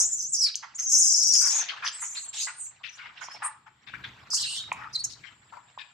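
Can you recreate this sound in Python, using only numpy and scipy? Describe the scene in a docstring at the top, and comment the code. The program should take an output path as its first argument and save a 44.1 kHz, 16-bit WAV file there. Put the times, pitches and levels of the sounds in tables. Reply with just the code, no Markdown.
"""Baby monkey dragged, screaming

A baby monkey screams while an adult drags it over dry earth, leaves and grass. Its voice is a very
high whistle, split by random side tones and noise into a harsh rasp. Feet scuff as bursts of grains;
twigs snap as short damped rings. The trees throw back a soft tail of scattered echoes. Far behind lie
a motor (a wavering tone and low rumble), still air and a thin band of insect hiss, all shaped noise."""
import sys
import numpy as np
from scipy import signal
from scipy.fft import rfft, irfft, next_fast_len
from scipy.io import wavfile
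from scipy.ndimage import uniform_filter1d

SR = 44100
rng = np.random.default_rng(int(sys.argv[2]) if len(sys.argv) > 2 else 0)


def store_pcm(level_fs):
    """Save levels as 16-bit WAV."""
    pcm = np.round(np.clip(level_fs, -1, 1) * 32767).astype(np.int16)
    wavfile.write(sys.argv[1], SR, np.atleast_2d(pcm).T)


N = 261513
TIME = np.arange(N) / SR

# distant motor, gain over time: [t/s, level/dB]
MOTOR_LEVEL = [(0.03, -63.5), (0.93, -75), (3.82, -68.5), (3.97, -54), (4.61, -66.5), (4.71, -55.5),
               (5.93, -74.5)]
# tone of the motor, before that gain: [f/Hz, level/dB]
MOTOR_TONES = [(130, -8)]
# spectrum shape of the motor's rumble: [f/Hz, relative level/dB]
RUMBLE_SPECTRUM = [(20, -32.5), (50, -6), (110, 4), (400, -12), (2000, -41)]
# spectrum shape of the still air: [f/Hz, relative level/dB]
AIR_SPECTRUM = [(200, -24.5), (1200, 7.5), (3600, 2), (7900, -21), (8500, -47)]
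# spectrum shape of the insect hiss: [f/Hz, relative level/dB]
INSECT_SPECTRUM = [(6500, -21), (7250, 15), (7750, 12), (8400, -36.5)]
# ring of the woods, time to fall by 60 dB: [f/Hz, t60/s]
WOODS_DECAY = [(5000, 0.42), (14000, 0.037)]
# spectrum shape of dry ground under friction: [f/Hz, relative level/dB]
GROUND_SPECTRUM = [(100, -28.5), (520, -12), (850, 1), (1400, 1.5), (3200, -1), (5500, -4), (10500, -24),
                   (15500, -33)]
# loose litter stirring under the monkeys, before the litter trim: [t/s, level/dB]
LITTER_LEVEL = [(0.0, -51.5), (0.49, -106), (0.63, -64), (1.37, -64), (1.57, -43.5), (1.7, -46.5),
                (1.8, -52.5), (2.79, -66), (3.37, -50.5), (3.65, -78.5), (4.0, -56), (4.29, -55.5),
                (4.64, -57), (5.04, -62), (5.93, -66.5)]
# feet and body sliding on grit and leaves, before the scuff trim:
# [t/s, length/s, level/dB, centre f/Hz, left minus right/dB]
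SCUFFS = [(0.459, 0.049, -44, 2500, 6), (0.622, .04, -39, 1380, -3.5), (.781, .015, -45, 2000, 0),
          (1.341, .025, -41.5, 2900, -2.5), (1.409, .11, -40.5, 1540, 1), (1.498, .22, -42, 3620, 1.5),
          (1.681, 0.03, -31.5, 3046, 3.5), (1.758, .025, -41.5, 1800, 3), (1.821, .06, -31, 1670, -0.5),
          (2.014, .045, -40.5, 1475, -6.5), (2.146, .034, -40.5, 2730, 7), (2.327, 0.14, -39.5, 3880, 0),
          (2.466, 0.048, -36.5, 1390, 0.5), (2.832, .055, -40, 2590, 13), (2.981, .14, -43.5, 2080, 4.5),
          (3.168, .029, -45.5, 2700, -2), (3.21, 0.029, -38, 1440, -8), (3.417, 0.066, -31.5, 1204, 1),
          (3.659, 0.024, -49.5, 1260, 6), (3.864, 0.042, -43.5, 2460, 10), (3.931, 0.023, -38, 1630, 6.5),
          (4.035, 0.024, -36.5, 2330, 2.5), (4.756, 0.15, -40, 1250, 4), (5.093, 0.052, -45.5, 6600, 10.5),
          (5.232, 0.071, -48.5, 2270, 14), (5.52, .08, -45.5, 925, 8.5), (5.781, 0.055, -45, 2550, 11)]
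# pebbles knocking and twigs snapping: [t/s, peak level of the ring/dB, f/Hz]
SNAPS = [(0.5453, -28, 3116), (0.5558, -13.5, 6160), (.799, -18.5, 6000), (1.866, -19, 3040),
         (1.877, -18, 4600), (1.884, -21, 3140), (2.839, -30, 2800), (3.2849, -30, 997),
         (3.9384, -28.5, 1488), (4.3334, -30, 1127), (4.7175, -18.5, 2400), (4.719, -18, 1000),
         (4.727, -28.5, 7230), (5.776, -30, 995), (5.816, -34.5, 3300)]
# spectrum shape of the breathy rasp in the voice: [f/Hz, relative level/dB]
RASP_SPECTRUM = [(3800, -50), (5000, -9), (7000, 2.5), (10500, -15), (13000, -28), (15500, -42)]
# long screams, one curve each, before the voice trim; the last is a lower tone under the one before:
# [t/s, f/Hz, level/dB]
SCREAMS = [
    [(0.0, 6080, -17.5), (0.046, 6900, -26), (0.1, 7400, -36.5), (0.132, 7100, -24.5), (0.16, 7230, -35),
     (0.2, 5890, -31), (0.25, 6110, -33), (0.3, 8030, -40), (0.325, 7470, -42)],
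    [(0.325, 7630, -32.5), (0.335, 7150, -23.5), (0.351, 6010, -24.5), (0.375, 5600, -30),
     (0.399, 6100, -25.5), (0.424, 5250, -24.5), (0.445, 5000, -19.5), (0.49, 3850, -35)],
    [(0.785, 6000, -39), (0.8, 6470, -27), (0.82, 6144, -33.5), (0.916, 6354, -25), (0.926, 6210, -18),
     (0.968, 6440, -19), (1.216, 5685, -23), (1.294, 5930, -22), (1.335, 5210, -23)],
    [(1.34, 6120, -18.5), (1.366, 5814, -19.5), (1.5, 5860, -25), (1.542, 6850, -27), (1.578, 6820, -26),
     (1.614, 5940, -27.5), (1.628, 5870, -39.5)],
    [(1.92, 6980, -47), (1.952, 8240, -40), (1.988, 7640, -45.5), (2.022, 7610, -33), (2.104, 6970, -40),
     (2.265, 7520, -42)],
    [(2.335, 7450, -45.5), (2.403, 6510, -33.5), (2.435, 6540, -30), (2.461, 7370, -37.5),
     (2.549, 8740, -57.5), (2.609, 8430, -36.5), (2.673, 7240, -40), (2.7, 7450, -50)],
    [(4.307, 5294, -36), (4.348, 5245, -23), (4.394, 4780, -31.5), (4.42, 4226, -30), (4.522, 4470, -43),
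     (4.574, 3657, -34.5), (4.69, 3770, -51)],
    [(4.37, 2820, -45), (4.398, 3290, -41), (4.448, 2650, -38), (4.61, 3200, -41)],
]
# strain of each scream: [roughness 0-1 at its start, at its middle, at its end, hoarseness/dB]
STRAIN = [(.7, .5, .45, -1), (.65, .4, .05, -2), (.45, .85, .6, 0), (.75, .85, .45, -1.5), (.3, .5, .5, 5),
          (.6, .35, .35, 3), (.55, .8, .2, 2), (.65, .55, .5, -2)]
# short squeaks, yelps and upper tones over a scream, before swell, fade and the voice trim:
# [t/s, length/s, level/dB, first f/Hz, last f/Hz, roughness 0-1]
SQUEAKS = [(0.403, .05, -35, 7900, 7520, .3), (0.745, 0.031, -37, 6470, 7500, 0),
           (1.836, 0.069, -33, 5170, 5290, 0.49), (2.159, 0.04, -35, 4300, 4100, 0.45),
           (2.277, 0.03, -37, 7400, 7420, 0), (2.364, 0.11, -36, 3894, 4330, 0.82),
           (2.888, 0.017, -47.5, 6000, 5900, 0.2), (2.904, 0.081, -53, 4890, 7010, 0.55),
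           (3.203, 0.078, -45, 6370, 5000, 0.64), (3.289, 0.086, -46.5, 5000, 5490, 0.36),
           (3.427, .06, -32, 8500, 8950, .45), (4.43, .17, -39.5, 8300, 8400, 0.48),
           (4.926, 0.042, -37.5, 4810, 4770, 0.57), (4.947, 0.026, -25, 4200, 3950, 0.25),
           (4.983, .04, -33, 4250, 4450, 0.2), (5.037, .021, -25, 6300, 7050, 0.84)]
# how far off the baby is, heard as more echo: [t/s, 0 near to 1 far]
DISTANCE = [(4.6, 1), (5.1, 0.57)]
# where the baby is across the stereo image: [t/s, left minus right/dB]
BEARING = [(0, 1.5), (.5, -1.5), (1.3, 4.5), (2.1, -0.5)]

EDGE_HZ = 15600  # upper band limit of the microphone
LEAF_RING_DB = 7
ROUGH_PER_DB = 0.02  # a scream clears as it weakens
SWELL, FADE = 0.39, 0.34  # shares of a squeak's length


def amp(db):
    """Decibels to gain."""
    return 10 ** (np.asarray(db) / 20)


def unit(x):
    """Scales to rms 1."""
    return x / np.sqrt(np.mean(abs(x) ** 2) + 1e-20)


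def over_time(points):
    """Reads a table of times and values at every sample."""
    return np.interp(TIME, *np.transpose(points))


def read(points, hz):
    """Reads a spectrum table on a log-frequency axis."""
    f, value = np.transpose(points)
    return np.interp(np.log(hz + 1), np.log(f + 1), value)


def colour(x, db_at):
    """Filters by a function of frequency in dB; rms 1."""
    n = x.shape[-1]
    size = next_fast_len(n)
    gain = amp(db_at(np.fft.rfftfreq(size, 1 / SR)))
    return unit(irfft(rfft(x, size) * gain, size)[..., :n])


def pair(x, likeness):
    """Three unrelated rows become left and right; likeness is the shared part of their power."""
    c = np.clip(likeness, 0, 1)
    return np.sqrt(c) * x[0] + np.sqrt(1 - c) * x[1:]


def noise(spectrum, n, likeness):
    """Two channels of coloured noise, rms 1."""
    return colour(pair(rng.standard_normal((3, n)), likeness), lambda f: read(spectrum, f))


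def wobble(shape, hz, order=2):
    """Random motion, rms 1, mostly slower than the given rate."""
    return colour(rng.standard_normal(shape), lambda f: -10 * np.log10(1 + (f / hz) ** (2 * order)))


def sides_of(pan_db):
    """Left and right gains for a level difference."""
    return amp(np.array([[.5], [-.5]]) * pan_db)


def add(mix, s, sound):
    """Adds a two-channel sound at time s."""
    part = mix[:, max(round(s * SR), 0):][:, :sound.shape[1]]
    part += sound[:, :part.shape[1]]


def dapple(x, depth_db, count=7, size=6):
    """Scattering off uneven ground lifts and dips patches of the spectrum as the source moves."""
    z = signal.stft(x, SR, nperseg=256, noverlap=192)[2]
    patch = np.outer(np.hanning(size), np.hanning(3 * count))  # frequency bins by time frames
    patches = unit(signal.fftconvolve(rng.standard_normal(z.shape[1:]), patch, "same"))
    dappled = signal.istft(z * amp(depth_db * patches), SR, nperseg=256, noverlap=192)[1]
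    return unit(dappled[:, :x.shape[1]])


def motor(rumble_db=-2):
    """A far motor: a tone of wavering pitch over low rumble, with a level that drifts."""
    tones = 0
    for hz, db in MOTOR_TONES:
        phase = 2 * np.pi * np.cumsum(hz * (1 + 0.0237 * wobble(N, 5.04))) / SR
        tones = tones + amp(db) * np.sqrt(2) * np.sin(phase)
    rumble = amp(rumble_db) * noise(RUMBLE_SPECTRUM, N, .97)
    return (tones + rumble) * amp(over_time(MOTOR_LEVEL) + 2 * wobble(N, 10))


def still_air(air_db=-71):
    """Steady wide noise of the open air."""
    return amp(air_db) * noise(AIR_SPECTRUM, N, 0.1)


def insects(end_db=-66.5):
    """A steady narrow band of high hiss, louder at the end."""
    return amp(end_db) * noise(INSECT_SPECTRUM, N, 0.092) * np.interp(TIME, [5, 5.1], [.4, 1])


def woods(x, build_s=0.0017):
    """Scattered echoes from trunks and leaves, the treble dying first."""
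    taps = pair(rng.standard_normal((3, SR)) * (rng.random((3, SR)) < 3000 / SR), 0.86)
    hz, t, z = signal.stft(taps, SR, nperseg=256)
    decay = amp(-60 * t / read(WOODS_DECAY, hz)[:, None])
    tail = signal.istft(z * decay * (1 - np.exp(-t / build_s)), SR, nperseg=256)[1]
    return signal.fftconvolve(x, tail / np.linalg.norm(tail[0]), axes=1)[:, :N]


def grit(n, per_s, spread_db, likeness):
    """Clicks of many small grains of uneven size over a smooth rub."""
    size = amp(spread_db * np.minimum(rng.exponential(1, (3, n)), 4))
    clicks = rng.choice([-1, 1], (3, n)) * size * (rng.random((3, n)) < per_s / SR)
    return pair(unit(clicks) + 0.53 * rng.standard_normal((3, n)), likeness)


def litter(litter_db=2.04, dull_db=8):
    """Continuous crackle of dry leaves and grit, stirred more or less."""
    def ground_db(f):
        """The ground spectrum with its treble dulled."""
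        return read(GROUND_SPECTRUM, f) - dull_db * np.log2(1 + (f / 4500) ** 2)

    grains = dapple(colour(grit(N, 900, 2.2, 0.43), ground_db), 4.5)
    return grains * amp(litter_db + over_time(LITTER_LEVEL) + 2 * wobble(N, 18.0))


def scuff(s, length, level_db, centre_hz, pan_db, focus_db=8, rise_s=0.009, release_s=0.018):
    """A short slide: grains crackle and set a few dry leaves ringing, then settle."""
    t = np.arange(int((length + .08) * SR)) / SR
    leaves_hz = centre_hz * np.array([[.68], [1], [1.45]]) * rng.uniform(.94, 1.06, (3, 1))

    def body_db(f):
        """A broad hump around the centre, with a narrow peak for each leaf."""
        rings = (1 / (1 + ((f - leaves_hz) / (.06 * leaves_hz)) ** 2)).sum(0)
        hump_db = -focus_db * np.minimum(np.log2((f + 1) / centre_hz) ** 2, 2.4)
        return read(GROUND_SPECTRUM, f) + hump_db + LEAF_RING_DB * rings

    grains = dapple(colour(grit(len(t), 1300, 2.8, 0.45), body_db), 3.5)
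    stroke = np.minimum(t / rise_s, 1) * np.exp(-np.maximum(t - length * 0.67, 0) / release_s)
    return s, amp(level_db) * sides_of(pan_db) * grains * stroke


def snap(s, peak_db, hz, ring_s=0.0014, crumble_db=-17, crumble_s=0.011):
    """A heavily damped ring of a few cycles, shorter for small things, then crumbs around its pitch."""
    t = np.arange(SR // 20) / SR
    u = t / ring_s * (hz / 1000) ** .8  # ring_s holds for a 1 kHz ring; higher ones are quicker
    channel_phase = np.array([[0], [.6]])
    ring = (u * np.exp(1 - u)) ** 2 * np.sin(2 * np.pi * hz * t + channel_phase)
    crumbs = colour(grit(len(t), 3900, 5.4, 0.39), lambda f: -33 * abs(np.log2((f + 1) / hz)))
    crumble = amp(crumble_db) * crumbs * np.minimum(u, 1) * np.exp(-t / crumble_s)
    return s, amp(peak_db) * (ring + crumble)


def throat(x, pitch_hz, below_hz=4950, follow=0.78, wall_db_per_hz=0.07):
    """The tiny throat passes little below an edge that rises and falls with the pitch."""
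    f, t, z = signal.stft(x, SR, nperseg=256, noverlap=192)
    pitch = np.interp(t * SR, np.arange(len(pitch_hz)), pitch_hz)
    edge_hz = np.minimum(below_hz * (pitch / 6000) ** follow, .95 * pitch)
    gain_db = np.clip(wall_db_per_hz * (f[:, None] - edge_hz), -24, 0)
    return signal.istft(z * amp(gain_db), SR, nperseg=256, noverlap=192)[1][:, :x.shape[1]]


def fold_motion(hz, rough, split_hz=720, flutter_hz=700, open_hz=8500):
    """A slower second motion of the vocal folds throws side tones that wander, come and go."""
    n = len(hz)

    def drift(rate_hz):
        """A random complex amplitude, partly shared by both ears."""
        return pair(wobble((3, n), rate_hz, order=3) + 1j * wobble((3, n), rate_hz, order=3), 0.5)

    beat = 2 * np.pi * np.cumsum(split_hz * (1 + .25 * wobble(n, 18))) / SR
    sides = 0
    for k in range(-2, 3):
        # side tones weaken away from the whistle, and further above open_hz
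        loss_db = 6 * abs(k) + (k != 0) * 0.015 * np.maximum(hz + k * split_hz - open_hz, 0)
        sides = sides + amp(3.5 * wobble(n, 20) - loss_db) * drift(110) * np.exp(1j * k * beat)
    # chaos fills the gaps between the side tones
    chaos = unit(sides + amp(-1.5) * drift(flutter_hz))
    depth = np.clip(1.7 * rough, 0, 1)
    return (np.sqrt(1 - depth ** 2) + depth * chaos) * np.exp(1j * 0.75 * wobble((2, n), 14.9))


def cry(hz, rough, hoarse_db, jitter=0.036, lurch=0.03, quaver=0.00732, rasp_db=-10,
        overtone_db_per_khz=-5.5):
    """A whistle of the vocal folds; under strain it splits into side tones and breaks into a rasp."""
    n = len(hz)
    t = np.arange(n) / SR
    rough = np.clip(rough, .17, 1)  # even the clearest cry is a little rough
    pitch = hz * (1 + jitter * rough * wobble(n, 160.6) + (quaver + lurch * rough) * wobble(n, 41.8))
    phase = 2 * np.pi * np.cumsum(pitch) / SR
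    swing = fold_motion(hz, rough)
    voice = 0
    for k in range(1, 4):
        gain = amp(overtone_db_per_khz * (k - 1) * hz / 10 ** 3) * (k * hz < EDGE_HZ)
        # overtones stray k times as far, so they are hoarser than the whistle
        tone = np.sqrt(2) * abs(swing) * np.cos(k * (phase + np.angle(swing)))
        voice = voice + gain * tone
    # the rasp grows with strain
    rasp = amp(rasp_db + hoarse_db) * rough * noise(RASP_SPECTRUM, n, .5)
    voice = dapple(throat(voice + rasp, hz), 4.6)
    # the push of air stays steady while the bands shift, but the voice sputters
    power = abs(uniform_filter1d((voice ** 2).mean(0), size=400))
    voice = voice / (.1 + power) ** .4
    voice = voice * amp(2.5 * rough * wobble(n, 260))
    # the folds can swing only so far: the strongest bursts level off
    voice = unit(voice / np.sqrt(1 + abs(uniform_filter1d(voice ** 2, size=66)) / 2))
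    fade = np.clip(np.minimum(t, t[-1] - t) / 0.00089, 0, 1)
    return voice * fade


def squeak(s, length, level_db, first_hz, last_hz, rough, hoarse_db=0):
    """A short cry: one glide that swells, holds and fades."""
    u = np.linspace(0, 1, int(length * SR))
    hz = first_hz + (last_hz - first_hz) * u
    envelope = np.minimum(u / SWELL, 1) * np.minimum((1 - u) / FADE, 1)
    return s, amp(level_db) * envelope * cry(hz, rough, hoarse_db)


def scream(rows, first, middle, last, hoarse_db):
    """A long cry: pitch and level follow its curve, and roughness rises where it is pushed harder."""
    s, pitch_hz, effort_db = np.transpose(rows)
    t = np.arange(s[0] - .004, s[-1] + .004, 1 / SR)
    level_db = np.interp(t, s, effort_db)
    rough = np.interp(t, np.linspace(t[0], t[-1], num=3), [first, middle, last])
    rough = rough + ROUGH_PER_DB * (level_db - level_db.mean())
    return t[0], amp(level_db) * cry(np.interp(t, s, pitch_hz), rough, hoarse_db)


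def nearby(x, decay_s=0.012):
    """Quick bounces off the ground and the adult's body thicken every glide."""
    t = np.arange(SR // 20) / SR
    taps = rng.standard_normal((2, len(t))) * np.exp(-t / decay_s) * (t > .001)
    return signal.fftconvolve(x, taps / np.linalg.norm(taps[0]), axes=1)[:, :N]


def scene(voice_db=0.67, scuff_db=-1, voice_wet_db=-20, far_wet_db=7, ground_wet_db=-13):
    """The voice sways about the centre, then holds nearly central; near the end its echo thins."""
    voice, ground = np.zeros((2, 2, N))
    for row in SCUFFS:
        s, sound = scuff(*row)
        add(ground, s, amp(scuff_db) * sound)
    for row in SNAPS:
        add(ground, *snap(*row))
    for row in SQUEAKS:
        add(voice, *squeak(*row))
    for rows, strain in zip(SCREAMS, STRAIN):
        add(voice, *scream(rows, *strain))
    voice = voice + amp(-9) * nearby(voice)
    voice = voice * amp(voice_db) * sides_of(over_time(BEARING))
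    voice_send = amp(voice_wet_db + far_wet_db * over_time(DISTANCE)) * voice
    echoes = woods(voice_send + amp(ground_wet_db) * ground)
    background = motor() + still_air() + insects()
    return background + echoes + litter() + ground + voice


def record(dry):
    """The microphone's band limit: a steep low-pass filter."""
    lowpass = signal.firwin(511, EDGE_HZ, window=("kaiser", 9), fs=SR)
    return signal.oaconvolve(dry, lowpass[None], "same")


dry = scene()
out = record(dry)
store_pcm(out)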